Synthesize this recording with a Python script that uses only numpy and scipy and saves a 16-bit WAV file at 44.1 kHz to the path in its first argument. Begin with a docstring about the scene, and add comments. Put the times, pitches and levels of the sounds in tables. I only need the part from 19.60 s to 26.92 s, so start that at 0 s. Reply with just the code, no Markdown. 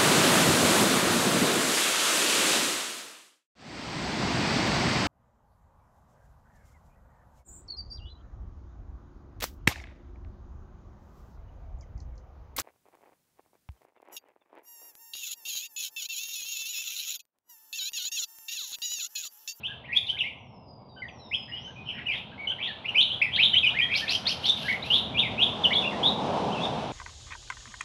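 """Under the eaves of a village house, a broad rush like a vehicle drawing near swells from the start.
It is shaped noise: its low and mid parts follow its distance, its hiss a drawn level curve.
Caged bulbuls, one close and others farther along the wall, sing quick slurs and pips on bent pitches, at times
hoarse; then a thin whistler in the trees gives long, high slurs. Later the near bird squeaks: sweeps with a
strong second harmonic. Echoes and fading noise make the birds ring. Near the end the rush passes closest."""
import sys
import numpy as np
from scipy import signal
from scipy.fft import rfft, irfft
from scipy.io import wavfile
from scipy.ndimage import map_coordinates

SR = 44100
rng = np.random.default_rng(int(sys.argv[2]) if len(sys.argv) > 2 else 0)


def transcribe(u):
    """Save the signal u as a 16-bit wav file named by the first command-line argument.

    u: samples, shape (n,) or (channels, n), limited to [-1, 1]; the rate is SR.
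    q: integer samples, one column per channel.
    """
    v = np.clip(np.atleast_2d(u).T, -1, 1)
    q = np.round(v * 32767).astype(np.int16)
    wavfile.write(sys.argv[1], SR, q)


N = 322812
TIME = np.arange(N) / SR   # seconds

# Noise colours of the rush, from its lowest part to its highest: pitch_hz, relative level_db (per Hz)
DRONE_COLOUR = [(25, -27), (38, -11), (50, -15.5), (72, -0.5), (125, 2.5), (160, -0.5)]
RUMBLE_COLOUR = [(150, 2), (205, 1.5), (260, -3), (340, -12.5)]
ROAR_COLOUR = [(300, -2.5), (500, -3.5), (760, -1), (1020, -5), (1220, -13.5), (1450, -22.5)]
HISS_NOISE_COLOUR = [(1300, 6), (1900, -6.5), (3300, 0), (3900, 1)]
SIZZLE_COLOUR = [(4000, 5), (5500, -1), (8200, -15), (10500, -19), (12500, -39.5)]
# The drone of the rush surges and eases on its way: time_s, change_db
DRONE_SURGE = [(0, 1.5), (.6, 1), (1.4, -0.5), (2.4, 4), (3.2, -3), (3.9, 4), (4.9, -0.5), (5.6, 5),
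               (6.3, -3.5), (7.32, 0.5)]
# Level of the hiss in the rush: time_s, level_db
HISS_LEVEL = [(0, -58.5), (1.1, -81), (2.0, -60), (3.2, -54), (4.6, -46.5), (5.5, -48), (6.2, -44.5),
              (7.05, -43), (7.32, -45)]
# The low and mid rush passes along a straight line, then drops behind the house
PASS_S, CLOSEST_M, SPEED_M_PER_S = 6.763, 5.14, 11.6
HIDDEN_S, HIDDEN_DB_PER_S = 6.97, 4.5

# Rising and falling slurs: start_s, end_s, from_hz, to_hz, rasp_hz (depth), level_db,
# crest (0-1 along the note), far (0-1 from near cage to eaves)
RISING_SLURS = [(.033, .075, 2474, 3250, 105, -24.5, 0.52, 0.9), (.24, .275, 1900, 2890, 140, -42, 0.44, 1),
                (.275, .31, 1898, 1940, 150, -39, 0.65, .95), (.305, .352, 1825, 2510, 120, -29, 0.57, .95),
                (.352, .392, 3206, 3486, 114, -19, 0.57, 0.53), (.482, .51, 2814, 3170, 116, -20, .7, 0.72),
                (.568, .59, 2010, 2680, 24, -33.5, 0.6, .95), (.638, .69, 2080, 2267, 87, -29, .45, 0.7),
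                (1.712, 1.762, 2005, 3170, 140, -25.5, 0.67, 0.62),
                (1.88, 1.99, 1860, 2090, 270, -46.5, 0.26, 1),
                (1.915, 1.995, 2810, 3060, 120, -35.5, 0.32, 1),
                (2.33, 2.44, 1790, 2150, 320, -41, 0.62, 1), (2.487, 2.6, 2344, 3324, 320, -28, 0.17, 1),
                (2.872, 2.928, 3036, 3047, 120, -23, 0.38, 0.7),
                (2.985, 3.085, 1860, 3410, 330, -29, 0.52, 1),
                (3.245, 3.275, 2040, 2660, 150, -28.5, 0.6, 0.6),
                (3.278, 3.298, 2883, 2910, 96, -22.5, 0.75, 0.72),
                (3.347, 3.378, 2090, 2665, 77, -20.5, 0.57, 0.27),
                (3.376, 3.435, 2910, 3424, 240, -15.5, 0.36, 0.82),
                (3.5, 3.545, 2800, 3320, 123, -22.5, 0.63, 1), (3.715, 3.77, 2660, 3454, 290, -23, 0.56, 1),
                (3.772, 3.812, 1530, 2576, 140, -20.5, 0.82, 0),
                (3.808, 3.868, 2834, 3470, 265, -14.5, 0.59, 0.78),
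                (3.935, 3.962, 1520, 2530, 130, -25.5, 0.77, .1),
                (3.96, 3.992, 2684, 3476, 92, -15.5, 0.53, 0.07),
                (4.095, 4.115, 2965, 3670, 190, -23, 0.18, 1),
                (4.138, 4.182, 1464, 2150, 28, -30.5, 0.68, 0),
                (4.212, 4.248, 2960, 3300, 30, -23, 0.38, 0),
                (4.285, 4.345, 1847, 2460, 123, -25.5, 0.65, 0.4),
                (4.468, 4.51, 2140, 2655, 240, -27.5, 0.15, 0.7),
                (4.83, 4.885, 2765, 3570, 228, -20.5, 0.66, 1),
                (4.884, 4.914, 3445, 3670, 42, -15.5, 0.66, 0.13),
                (5.222, 5.238, 3390, 4090, 22, -34.5, .5, 0), (5.238, 5.285, 2380, 2720, 20, -40, 0.48, .1),
                (5.303, 5.39, 2810, 3744, 160, -16.5, 0.34, 0.94),
                (5.542, 5.572, 2350, 2370, 6.8, -31.5, 0.6, 0),
                (5.568, 5.61, 2484, 3440, 204, -18, 0.56, 0.76),
                (5.78, 5.852, 2410, 3384, 134, -16, 0.6, 0.83),
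                (6.103, 6.13, 1690, 2313, 13, -23, 0.9, 0.13), (6.128, 6.15, 2730, 4260, 34, -26.5, 0.1, 0),
                (6.152, 6.198, 3240, 3564, 100, -20.5, 0.24, 0.98),
                (6.43, 6.495, 3124, 3834, 193, -20, 0.44, 0.7),
                (6.912, 6.942, 2600, 3190, 30, -36, .7, .95), (7.0, 7.06, 3270, 3556, 105, -31, 0.6, 1)]
FALLING_SLURS = [(.466, .484, 3980, 3480, 60, -34, .5, .1), (.588, .632, 3680, 2600, 210, -23, 0.31, 0.8),
                 (1.42, 1.485, 2130, 1883, 81, -37.5, 0.21, 0.35),
                 (1.484, 1.502, 3580, 2300, 130, -40, 0.3, 0.6),
                 (2.255, 2.32, 3136, 2910, 290, -32.5, 0.59, 1),
                 (2.488, 2.58, 2537, 2040, 160, -31, 0.01, 0), (3.07, 3.13, 2056, 1716, 16, -38, 0.47, 0.4),
                 (3.66, 3.705, 2060, 1965, 20, -35.5, 0.33, 0.2),
                 (4.028, 4.058, 2790, 2455, 49, -18, .7, 0.24),
                 (4.056, 4.102, 3180, 2787, 93, -20.5, .45, 0.07),
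                 (4.06, 4.092, 2330, 2310, 220, -25, 0.26, 0.6),
                 (4.343, 4.366, 2637, 2325, 20, -24.5, 0.54, 0.2),
                 (5.163, 5.176, 3220, 2280, 18, -41, 0.2, 0),
                 (5.61, 5.68, 3176, 2023, 73, -24.5, 0.17, 0.9),
                 (6.036, 6.068, 3780, 2876, 70, -20, 0.65, 0), (6.218, 6.26, 3000, 2480, 10, -28, 0.64, 0),
                 (6.305, 6.35, 2290, 1910, 120, -35.5, 0.46, 1),
                 (6.945, 6.998, 2815, 2610, 58, -33, 0.3, 1)]
# A slur moves fast at first and settles on its last pitch; the higher the bend, the sooner
RISE_BEND, FALL_BEND = 1.7, 2.3
# A note swells to one crest and fades: loss half a note's length before and after it
ATTACK_DB, RELEASE_DB = 8, 5.5
# How well a harmonic gets out of the throat: harmonic_hz, relative level_db
THROAT_FILTER = [(3000, 19.5), (3500, -12.5), (4200, -24), (5000, -26), (6500, -42.5), (8400, -47.5),
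                 (10700, -37.5), (12200, -51.5), (14000, -65.5)]
BLOOM_HZ, BLOOM_DB_PER_KHZ = 3300, 5   # overtones weaken on notes below this pitch
# Softer notes are purer: dB of overtones lost per dB below full voice
FULL_VOICE_DB, PURITY = -21, 0.28

# Clear pips of the near bird, rising to a top and sinking back:
# start_s, end_s, top_hz, height_hz (of the arch), level_db
CLEAR_PIPS = [(0.083, 0.14, 1647, 70, -44.5), (0.525, 0.582, 1644, 110, -50), (0.953, 1.078, 2750, 16, -77),
              (1.182, 1.27, 2220, 52, -78), (1.362, 1.412, 1540, 48, -49), (2.037, 2.102, 3014, 50, -42.5),
              (2.073, 2.123, 1630, 160, -53), (2.159, 2.235, 2494, 51, -45), (2.458, 2.489, 2960, 490, -28),
              (2.717, 2.75, 1630, 140, -51), (2.78, 2.86, 2247, 68, -36.5), (2.905, 2.929, 1617, 210, -45),
              (3.616, 3.634, 2530, 490, -21.5), (3.635, 3.658, 2554, 510, -22),
              (3.93, 3.96, 3044, 155, -21), (4.188, 4.193, 2510, 300, -18),
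              (4.195, 4.209, 2430, 350, -19.5), (4.203, 4.26, 1934, 37, -31.5),
              (4.408, 4.457, 1820, 200, -38.5), (5.037, 5.09, 1690, 180, -39),
              (5.082, 5.119, 2234, 365, -23), (5.128, 5.162, 2236, 350, -28),
              (6.251, 6.285, 2834, 230, -26.5)]
PIP_RASP_HZ, PIP_CREST = 14, 0.49

# Hoarse, toneless stretches of the song: start_s, end_s, level_db
HOARSE_STRETCHES = [(0.338, 0.387, -42.5), (0.455, 0.525, -48.5), (2.5, 2.598, -57), (4.333, 4.417, -35.5),
                    (4.477, 4.563, -33), (4.652, 4.738, -39), (4.809, 4.894, -38.5), (4.954, 5.141, -40.5),
                    (5.23, 5.407, -42.5)]
# Colour of the hoarse noise: pitch_hz, relative level_db (per Hz)
HOARSE_NOISE_COLOUR = [(2000, 3), (3000, 16.5), (4300, 7), (6000, -7), (7800, -22), (11000, -10),
                       (13500, -17.5)]

# Slurs of the thin whistler: start_s, end_s, from_hz, to_hz, bend (no unit), level_db, crest (0-1)
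TREE_SLURS = [(0.758, 1.422, 6050, 4720, 2.5, -59.5, 0.81), (1.294, 1.358, 3940, 3700, 2.1, -60, 0.1),
              (1.473, 1.968, 6130, 5073, 3.3, -53.5, 0.72), (1.593, 1.718, 4080, 3540, 1.3, -50.5, 0.56),
              (1.943, 2.081, 4510, 6490, 1.1, -54.5, 0.27), (2.082, 2.154, 6650, 5240, .7, -61.5, 0.73),
              (2.202, 2.349, 5750, 5320, 2.9, -60.5, 0.87)]
TREE_RASP_HZ, TREE_FLICKER_DB = 30, 4

# Squeaks of the near bird: start_s, end_s, pitch_ratio (no unit), level_db
SQUEAK_NOTES = [(4.339, 4.414, 1.01, -26.5), (4.479, 4.564, 1.02, -25), (4.656, 4.733, .995, -25),
                (4.853, 4.901, 1.22, -28.5)]
# The upward sweep that all squeaks share, at even steps before the pitch ratio: pitch_hz
SQUEAK_PATH = (1618, 2082, 2670, 3140, 3000)
# The throat's resonance in a squeak: second_harmonic_hz, relative level_db
SQUEAK_THROAT = [(3000, -7), (4100, 8), (4900, -1.5), (5600, -5), (6300, -26)]
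SQUEAK_RASP_HZ, SQUEAK_SWELL_DB = 70, 21   # all but the second harmonic grows by this along the sweep

# Reflections from cage, wall and roof, for the near cage and under the eaves: delay_s, level_db
NEAR_REFLECTIONS = [(.0034, -17), (.0095, -9), (0.016, -20.5)]
EAVES_REFLECTIONS = [(.0042, -5), (0.0096, -8.5), (0.0148, -7.5), (0.025, -21)]


def from_db(db):
    """Turn decibels into gain."""
    return 10 ** (np.asarray(db) / 20)


def rms_one(x):
    """Scale to unit power."""
    return x / np.sqrt(np.mean(x ** 2) + 1e-20)


def in_time(rows):
    """Draw straight lines between the points of a curve, with a value at every sample."""
    seconds, values = np.transpose(rows)
    return np.interp(TIME, seconds, values)


def at_hz(points, hz):
    """Read a spectrum on a log-frequency axis, as pitch is heard."""
    point_hz, level_db = np.transpose(points)
    return np.interp(np.log(np.maximum(hz, 1)), np.log(point_hz), level_db)


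def coloured(spectrum):
    """Make noise of unit power with the given spectrum, falling steeply beyond its ends."""
    hz = np.arange(N // 2 + 1) * SR / N
    low_skirt = 1 / (1 + (spectrum[0][0] / (hz + 1)) ** 6)
    high_skirt = 1 / (1 + (hz / spectrum[-1][0]) ** 12)
    white = rfft(rng.standard_normal(N))
    return rms_one(irfft(white * from_db(at_hz(spectrum, hz)) * low_skirt * high_skirt, N))


def wander(t, rate):
    """Join random points, `rate` of them a second, into an unsteady line around zero."""
    knots = rng.standard_normal(2048)
    return np.interp((t - t[0]) * rate, np.arange(len(knots)), knots)


def passing(closest_db, spreading):
    """Gain of one part of the rush: it falls with distance, and behind the house."""
    metres = np.hypot(CLOSEST_M, SPEED_M_PER_S * (TIME - PASS_S))
    hidden_db = HIDDEN_DB_PER_S * np.maximum(TIME - HIDDEN_S, 0)
    return from_db(closest_db - hidden_db) * (CLOSEST_M / metres) ** spreading


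def rush(flicker_db=1.32, sizzle_db=-51, sizzle_lag=2.38, rumble_share=0.56):
    """A low drone, rumble and mid roar, a hiss, and a sizzle that sinks faster than the hiss."""
    surge_db = in_time(DRONE_SURGE)
    hiss_db = in_time(HISS_LEVEL)
    drone = passing(closest_db=-42.5, spreading=0.54) * from_db(surge_db) * coloured(DRONE_COLOUR)
    # the rumble follows only a share of the drone's surges
    rumble_gain = passing(closest_db=-34.5, spreading=1.0) * from_db(rumble_share * surge_db)
    rumble = rumble_gain * coloured(RUMBLE_COLOUR)
    roar = passing(closest_db=-30.5, spreading=1.075) * coloured(ROAR_COLOUR)
    hiss = from_db(hiss_db) * coloured(HISS_NOISE_COLOUR)
    # the sizzle drops further than the hiss does when both are soft
    sizzle_gain = from_db(sizzle_db + sizzle_lag * (hiss_db - hiss_db.max()))
    sizzle = sizzle_gain * coloured(SIZZLE_COLOUR)
    flicker = from_db(flicker_db * wander(TIME, 18))
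    return drone + rumble + (roar + hiss + sizzle) * flicker


def syrinx(start, end, path, rasp_hz, flutter_hz=135, jitter=0.023, rasp_noise=0.9, edge_s=.004,
           first_rasp=0.29):
    """A bird's voice organ: a flutter of its membrane builds up, shakes pitch and loudness, and rasps."""
    at = np.arange(int((start - edge_s / 2) * SR), min(N, int((end + edge_s / 2) * SR)))
    t = at / SR
    u = np.clip((t - start) / (end - start), 0, 1)   # progress along the note
    depth_hz = rasp_hz * np.interp(u, [.2, .7], [first_rasp, 1])
    flutter_rate = flutter_hz * (1 + 0.15 * wander(t, 52.1))
    flutter = np.sin(2 * np.pi * np.cumsum(flutter_rate) / SR)
    rasp = depth_hz * (flutter + rasp_noise * wander(t, 479.8))
    hz = path(u) * (1 + jitter * wander(t, 397.8)) + rasp
    phase = 2 * np.pi * np.cumsum(hz) / SR
    # soft edges keep the note from clicking
    edge = np.clip(np.minimum(t - t[0], t[-1] - t) / edge_s, 0, 1)
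    gate = np.sin(np.pi / 2 * edge) ** 2
    throb = from_db(np.minimum(depth_hz / 50, 4) * flutter)
    return at, u, hz, phase, np.sqrt(2) * gate * rms_one(throb)


def harmonics(at, hz, phase, ranks, blur=0.14):
    """Overtones shaped by the throat; uneven cycles blur the higher ones."""
    shake = blur * wander(at / SR, 1900)
    total = np.zeros(len(at))
    for k in ranks:
        gain = from_db(at_hz(THROAT_FILTER, k * hz)) * (k * hz < SR / 2)
        total += gain * np.sin(k * phase + (k - 1) * shake)
    return total


def arc(u, crest):
    """Gain along a note: it swells to its crest and fades."""
    loss_db = np.where(u < crest, ATTACK_DB, RELEASE_DB)
    return from_db(-loss_db * (2 * (u - crest)) ** 2)


def slur(from_hz, to_hz, bend):
    """A pitch path that settles on its last pitch."""
    return lambda u: to_hz + (from_hz - to_hz) * (1 - u) ** bend


def arch(top_hz, height_hz):
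    """A pitch path that rises to a top and sinks back."""
    return lambda u: top_hz - height_hz * (2 * u - 1) ** 2


def whistle(start, end, path, rasp_hz, level_db, crest, brassiness=1.3, waver_db=3.23):
    """A slightly wavering note whose harmonics bloom where it is loud and high."""
    at, u, hz, phase, gate = syrinx(start, end, path, rasp_hz)
    force = arc(u, crest)
    low_pitch_db = BLOOM_DB_PER_KHZ * np.minimum(path(u) - BLOOM_HZ, 0) / 1000
    soft_voice_db = PURITY * min(level_db - FULL_VOICE_DB, 0)
    bloom = force ** brassiness * from_db(low_pitch_db + soft_voice_db)
    gain = from_db(level_db + waver_db * wander(at / SR, 130)) * gate * force
    overtones = harmonics(at, hz, phase, range(2, 5))
    return at, gain * (np.sin(phase) + bloom * overtones)


def song():
    """The bulbuls' slurs and pips, whistled on bent pitches and shared between near cage and eaves."""
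    near, eaves = np.zeros((2, N))
    for notes, bend in ((RISING_SLURS, RISE_BEND), (FALLING_SLURS, FALL_BEND)):
        for start, end, from_hz, to_hz, rasp_hz, level_db, crest, far in notes:
            at, note = whistle(start, end, slur(from_hz, to_hz, bend), rasp_hz, level_db, crest)
            near[at] += (1 - far) * note
            eaves[at] += far * note
    for start, end, top_hz, height_hz, level_db in CLEAR_PIPS:
        at, note = whistle(start, end, arch(top_hz, height_hz), PIP_RASP_HZ, level_db, PIP_CREST)
        near[at] += note
    return near, eaves


def hoarseness(rough_db=3.7):
    """Under strain the syrinx goes chaotic and adds a grainy noise."""
    strain = np.zeros(N)
    for start, end, level_db in HOARSE_STRETCHES:
        swell = np.interp(TIME, [start, start + 0.032, end - .01, end], [0, 1, 1, 0])
        strain += from_db(level_db) * swell
    grain = from_db(rough_db * wander(TIME, 250))
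    return strain * coloured(HOARSE_NOISE_COLOUR) * grain


def tree_whistler():
    """Long, high slurs without overtones that flicker on their way from the trees."""
    out = np.zeros(N)
    for start, end, from_hz, to_hz, bend, level_db, crest in TREE_SLURS:
        path = slur(from_hz, to_hz, bend)
        at, u, hz, phase, gate = syrinx(start, end, path, TREE_RASP_HZ, jitter=0.0054)
        out[at] += from_db(level_db) * gate * arc(u, crest) * np.sin(phase)
    return out * from_db(TREE_FLICKER_DB * wander(TIME, 30))


def glide(u, steps):
    """A smooth path through evenly spaced values, for u from 0 to 1."""
    position = np.clip(u, 0, 1) * (len(steps) - 1)
    return map_coordinates(np.array(steps, float), [position], order=2, mode="nearest")


def squeaks(overtone_db=12, unsteady=0.38, halving_db=-9, grain_db=4.5):
    """Forced upward sweeps whose second harmonic leads while it crosses the throat's resonance."""
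    out = np.zeros(N)
    for start, end, ratio, level_db in SQUEAK_NOTES:
        at, u, hz, phase, gate = syrinx(start, end, lambda u: ratio * glide(u, SQUEAK_PATH), SQUEAK_RASP_HZ)
        t = at / SR
        phase = phase + unsteady * wander(t, 900)
        tone = np.sin(phase) + from_db(overtone_db) * harmonics(at, hz, phase, range(3, 6))
        # the strained membrane slips in and out of period doubling: a broken strand between the harmonics
        tone += from_db(halving_db) * wander(t, 900) * np.sin(1.5 * phase)
        grain = rms_one(from_db(grain_db * wander(t, 347)))
        second = from_db(at_hz(SQUEAK_THROAT, 2 * hz)) * np.sin(2 * phase)
        swell = from_db(-SQUEAK_SWELL_DB * (1 - u) ** 2)
        out[at] += from_db(level_db) * gate * grain * (swell * tone + second)
    return out


def yard(x, echoes, tail_db, t60, late_db, late_t60=0.69, build_s=0.0088, late_cut_hz=3400,
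         beamed_db=6, beamed_hz=5000):
    """Any hard reflections given, a diffuse ring and a longer, dull tail from the trees."""
    t = np.arange(SR) / SR
    ring, late = rng.standard_normal((2, SR)) * (1 - np.exp(-(t / build_s) ** 2))
    # treble is beamed where the beak points, so more of it arrives by reflection
    treble = signal.sosfilt(signal.butter(3, beamed_hz, "high", fs=SR, output="sos"), late)
    ring = ring + from_db(beamed_db) * treble
    late = signal.sosfilt(signal.butter(6, late_cut_hz, fs=SR, output="sos"), late)
    response = np.zeros(SR)
    for noise, level_db, decay_s in ((ring, tail_db, t60), (late, late_db, late_t60)):
        fade = np.exp(-np.log(1000) * t / decay_s)   # 60 dB down after decay_s
        response += from_db(level_db) * noise * fade / np.sqrt(np.sum(fade ** 2))
    response[0] += 1   # the direct sound
    for delay_s, level_db in echoes:
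        response[int(delay_s * SR)] += from_db(level_db)
    return signal.fftconvolve(x, response)[:N]


def birds(near_db=-0.5, squeak_db=-4.5, eaves_db=-6.0, tree_db=-6):
    """Near birds ring least, eaves birds most; the tree whistler has a diffuse tail without distinct echoes."""
    near_song, eaves_song = song()
    near = from_db(near_db) * near_song + hoarseness() + from_db(squeak_db) * squeaks()
    near = yard(near, NEAR_REFLECTIONS, tail_db=-7.5, t60=0.34, late_db=-32.5)
    eaves = yard(eaves_song, EAVES_REFLECTIONS, tail_db=-1.5, t60=0.41, late_db=-8)
    trees = yard(tree_whistler(), [], tail_db=-3.0, t60=0.45, late_db=-19)
    return near + from_db(eaves_db) * eaves + from_db(tree_db) * trees


def scene():
    """Birds over the rush and a trace of steady hiss."""
    steady_hiss = 0.5 * from_db(-98.5) * rng.standard_normal(N)
    return (rush() + birds() + steady_hiss)[None]


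def record(dry, mic_top_hz=13000, cutoff_hz=15500):
    """The microphone fades out in the high treble; the top is cut steeply."""
    dull = signal.sosfilt(signal.butter(6, mic_top_hz, fs=SR, output="sos"), dry)
    return signal.sosfilt(signal.ellip(10, .1, 80, cutoff_hz, fs=SR, output="sos"), dull)


dry = scene()
out = record(dry)
transcribe(out)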